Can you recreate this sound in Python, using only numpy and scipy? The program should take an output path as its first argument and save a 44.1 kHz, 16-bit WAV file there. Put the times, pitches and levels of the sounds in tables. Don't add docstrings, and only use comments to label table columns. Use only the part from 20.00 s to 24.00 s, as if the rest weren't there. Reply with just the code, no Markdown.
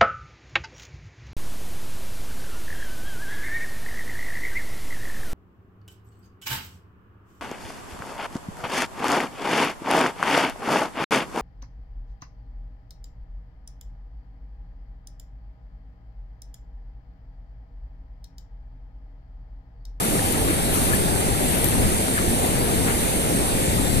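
import sys
import numpy as np
from scipy import signal
from scipy.fft import rfft, irfft, next_fast_len
from scipy.io import wavfile
from scipy.ndimage import uniform_filter1d, map_coordinates

SR = 44100
rng = np.random.default_rng(int(sys.argv[2]) if len(sys.argv) > 2 else 0)


def pcm_store(signal):
    levels = np.round(np.clip(np.atleast_2d(signal), -1, 1) * 32767)
    wavfile.write(sys.argv[1], SR, levels.astype(np.int16).T)


N = 176400
RAPIDS_LEAD_S, SHORE_LEAD_S = 0.0004854, 0.000312


def amp(db):
    return 10 ** (np.asarray(db) / 20)


def unit(x):
    return x / np.sqrt(np.mean(x ** 2) + 1e-20)


def along(points, hz):
    row_hz, values = np.transpose(points)
    return np.interp(np.log(hz + 1), np.log(row_hz + 1), values)


def curve(rows):
    return np.interp(np.arange(N) / SR, *np.transpose(rows))


def wobble(rate):
    return map_coordinates(rng.standard_normal(int(N * rate / SR) + 4), [np.arange(N) * rate / SR])


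def filtered(x, response):
    size = next_fast_len(N + SR // 4)
    return irfft(rfft(x, size) * response(np.fft.rfftfreq(size, 1 / SR)), size)[..., :N]


def rush(tone, patchy_db, channels=2):
    grid = signal.stft(rng.standard_normal((channels, N)), nperseg=512)[2]
    patches = uniform_filter1d(rng.standard_normal(grid.shape[1:]), size=7, axis=0)
    patches = uniform_filter1d(patches, size=12, axis=1)
    noise = signal.istft(grid * amp(patchy_db * unit(patches)), nperseg=512)[1][:, :N]
    return unit(filtered(noise, lambda hz: amp(along(tone, hz))))


def place(x, lead_s, pan_db):
    side = np.array([[1], [-1]])
    return amp(side * pan_db) * filtered(x, lambda hz: np.exp(1j * np.pi * hz * lead_s * side))


def bubbles(rows, rise, crack):
    start_s, hz, db, life_s = np.transpose(rows)[:, :, None]
    t = np.arange(SR // 32) / SR
    age = t / np.abs(life_s) * np.log(1000)
    loudness = amp(db) * age * np.exp(1 - age)
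    ring = np.sin(2 * np.pi * hz * t * (1 + rise * t / life_s / 2))
    noise = crack * rng.standard_normal(age.shape)
    at = np.abs(start_s * SR).astype(int) + np.arange(len(t))
    return np.bincount(at.ravel(), (loudness * (ring + noise)).ravel(), N)[:N]


def swarm(per_s, centre_hz, spread, cycles, scatter_db):
    when, pitch, size = rng.random((int(per_s * N / SR), 3)).T
    hz = centre_hz * np.exp(spread * (2 * pitch - 1))
    rows = np.transpose([when * N / SR, hz, scatter_db * size ** 2, cycles / hz])
    return unit(bubbles(rows, rise=0.26, crack=0))


# frequency in Hz, relative level in dB.
ROAR_TONE = [(40, -4.5), (130, -3.5), (270, -1), (400, -3.5), (550, -5), (780, -8.5), (1000, -13),
             (1250, -20.5), (2100, -17), (3500, -17), (4300, -19.5), (5300, -22.3), (7000, -21),
             (14500, -21.5)]
# frequency in Hz, share from 0 to 1.
DIRECT_SHARE = [(100, 0.69), (300, 0.95), (520, 1), (780, 0.22), (1030, 0.81), (1450, 0.21), (2200, 0.49),
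                (5000, 0.57), (7000, 0), (12000, 0.62)]

def rapids():
    share = lambda hz: np.clip(along(DIRECT_SHARE, hz), 0, 1)
    direct = filtered(rush(ROAR_TONE, patchy_db=1.07, channels=1), lambda hz: np.sqrt(share(hz)))
    scattered = filtered(rush(ROAR_TONE, patchy_db=1.82), lambda hz: np.sqrt(1 - share(hz)))
    return amp(-23.5) * (place(direct, RAPIDS_LEAD_S, pan_db=0) + scattered)


# time in seconds, level in dB.
LAPPING_LEVEL = [(0, -32), (.1, -39), (.175, -34.5), (.22, -44), (.275, -32), (.33, -43), (.38, -42),
                 (.69, -40), (.745, -29), (.8, -34.5), (.865, -31), (.91, -33.5), (.955, -30), (1.0, -42),
                 (1.3, -47), (1.45, -38), (1.55, -33.5), (1.68, -33.5), (1.8, -39.5), (2.8, -41),
                 (2.99, -36.5), (3.3, -43), (4, -42)]
# frequency in Hz, relative level in dB.
FIZZ_TONE = [(300, -15), (900, 8), (1800, 2), (3000, 7.5), (5500, -1.5), (8000, -9), (9500, 4), (11500, 1),
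             (13000, 7), (14500, 7)]

def lapping():
    foam = np.array([swarm(per_s=500, centre_hz=11070, spread=0.35, cycles=11.5, scatter_db=11)
                     for side in range(2)])
    hiss = rush(FIZZ_TONE, patchy_db=1.5)
    fizz = amp(curve(LAPPING_LEVEL)) * (amp(1) * hiss + amp(-6.5) * foam)
    gurgle = amp(-47.5) * swarm(per_s=58, centre_hz=1722, spread=0.477, cycles=33, scatter_db=15)
    return place(fizz + gurgle, SHORE_LEAD_S, pan_db=3.5)


# frequency in Hz, relative level in dB.
RUMBLE_TONE = [(10, -10), (30, 0.5), (70, -2), (130, -8.5), (200, -10), (320, -27), (700, -65)]
# time in seconds, level in dB.
LEFT_GUSTS = [(0, -58), (.4, -32.5), (.95, -31.5), (1.1, -27), (1.35, -29.5), (1.7, -30), (1.83, -21.5),
              (1.95, -32), (2.45, -34), (2.8, -29.5), (3.05, -34), (3.7, -30.5), (4, -23)]
RIGHT_GUSTS = [(0, -41), (.35, -34.5), (.9, -27), (1.05, -34), (1.65, -39), (1.83, -26.5), (2.1, -38),
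               (2.33, -29.5), (2.5, -36.5), (3.1, -32), (3.75, -33.5), (4, -48)]

def breeze():
    level_db = np.array([curve(gusts) + 0.29 * wobble(rate=6.6) for gusts in (LEFT_GUSTS, RIGHT_GUSTS)])
    return amp(level_db + 3) * rush(RUMBLE_TONE, patchy_db=0.86)


# start in seconds, pitch in Hz, level in dB,
# ring time in seconds, lean to the left in dB.
SHORE_BUBBLES = [(.1935, 1720, -25.5, .006, 7), (.485, 1450, -15, .0018, 1), (.490, 380, -22, .012, 0),
                 (.501, 310, -15.5, .022, .5), (.757, 1280, -28, .012, 3), (.777, 1180, -27, .012, 3),
                 (.9325, 1695, -21, .022, 4), (2.083, 1350, -22.5, .004, 3), (2.178, 1680, -21, .012, 2)]

def plops():
    return sum(place(bubbles([bubble], rise=0.073, crack=0), SHORE_LEAD_S, pan_db)
               for *bubble, pan_db in SHORE_BUBBLES)


# start in seconds, pitch in Hz, level in dB,
# ring time in seconds, strength of the tearing noise compared with the ring.
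FOAM_POPS = [(.3215, 10500, -21, .012, 1.6), (.9475, 12500, -21, .006, 1.4),
             (1.6436, 12000, -16, .0065, 2.1), (1.6578, 12200, -16.5, .004, .7),
             (1.6862, 11300, -17.5, .0042, .3), (2.4625, 11500, -22.5, .004, 1)]

def foam_pops():
    rings, tearing = np.array(FOAM_POPS)[:, :-1], np.array(FOAM_POPS)[:, -1:]
    spray_db, spray_life_s, cut_hz = -17, 0.032, 9100
    spray = [(start_s, hz, db + spray_db, spray_life_s) for start_s, hz, db, _ in rings]
    bursts = bubbles(rings, rise=0.024, crack=tearing) + bubbles(spray, rise=0.215, crack=tearing)
    bright = filtered(bursts, lambda hz: (1j * hz / (cut_hz + 1j * hz)) ** 3)
    return place(bright, SHORE_LEAD_S, pan_db=4.0)


# loudest moment in seconds, level in dB, half length in seconds.
WAVE_SLAPS = [(0.52, -35.5, 0.028), (0.774, -47, .028), (0.92, -36, .042), (1.547, -41, .035),
              (2.185, -32, .018), (2.892, -32.5, 0.029)]

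def slaps():
    t = np.arange(N) / SR
    swell = sum(amp(db) * np.exp(-((t - peak_s) / half_s) ** 2) for peak_s, db, half_s in WAVE_SLAPS)
    cloud = swarm(per_s=1600, centre_hz=1640, spread=0.45, cycles=7.1, scatter_db=-2)
    return place(swell * cloud, SHORE_LEAD_S, pan_db=3.5)


def scene():
    return rapids() + lapping() + breeze() + plops() + foam_pops() + slaps()


# frequency in Hz, boost or cut in dB.
LEFT_OPENING = [(40, -2), (110, 4.5), (400, 1), (1400, 2.5), (2000, 3), (2900, -0.4), (6000, -0.5),
                (8000, 4.5), (9000, 6), (10400, 6.5), (11500, 9.5), (12500, 2), (14500, -4.5)]
RIGHT_OPENING = [(100, 1.5), (400, 1), (740, 0.5), (1150, 2.7), (1750, 0), (2900, -1.14), (7000, 0.7),
                 (8000, 6.5), (8550, 10), (9000, 14), (9600, 11.5), (10400, 1.5), (11500, -0.5),
                 (14500, -14)]
TOP_HZ = 14270

def record(dry):
    tone = lambda hz: amp([along(LEFT_OPENING, hz), along(RIGHT_OPENING, hz)])
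    return filtered(dry, lambda hz: tone(hz) * (hz < TOP_HZ))


dry = scene()
out = record(dry)
pcm_store(out)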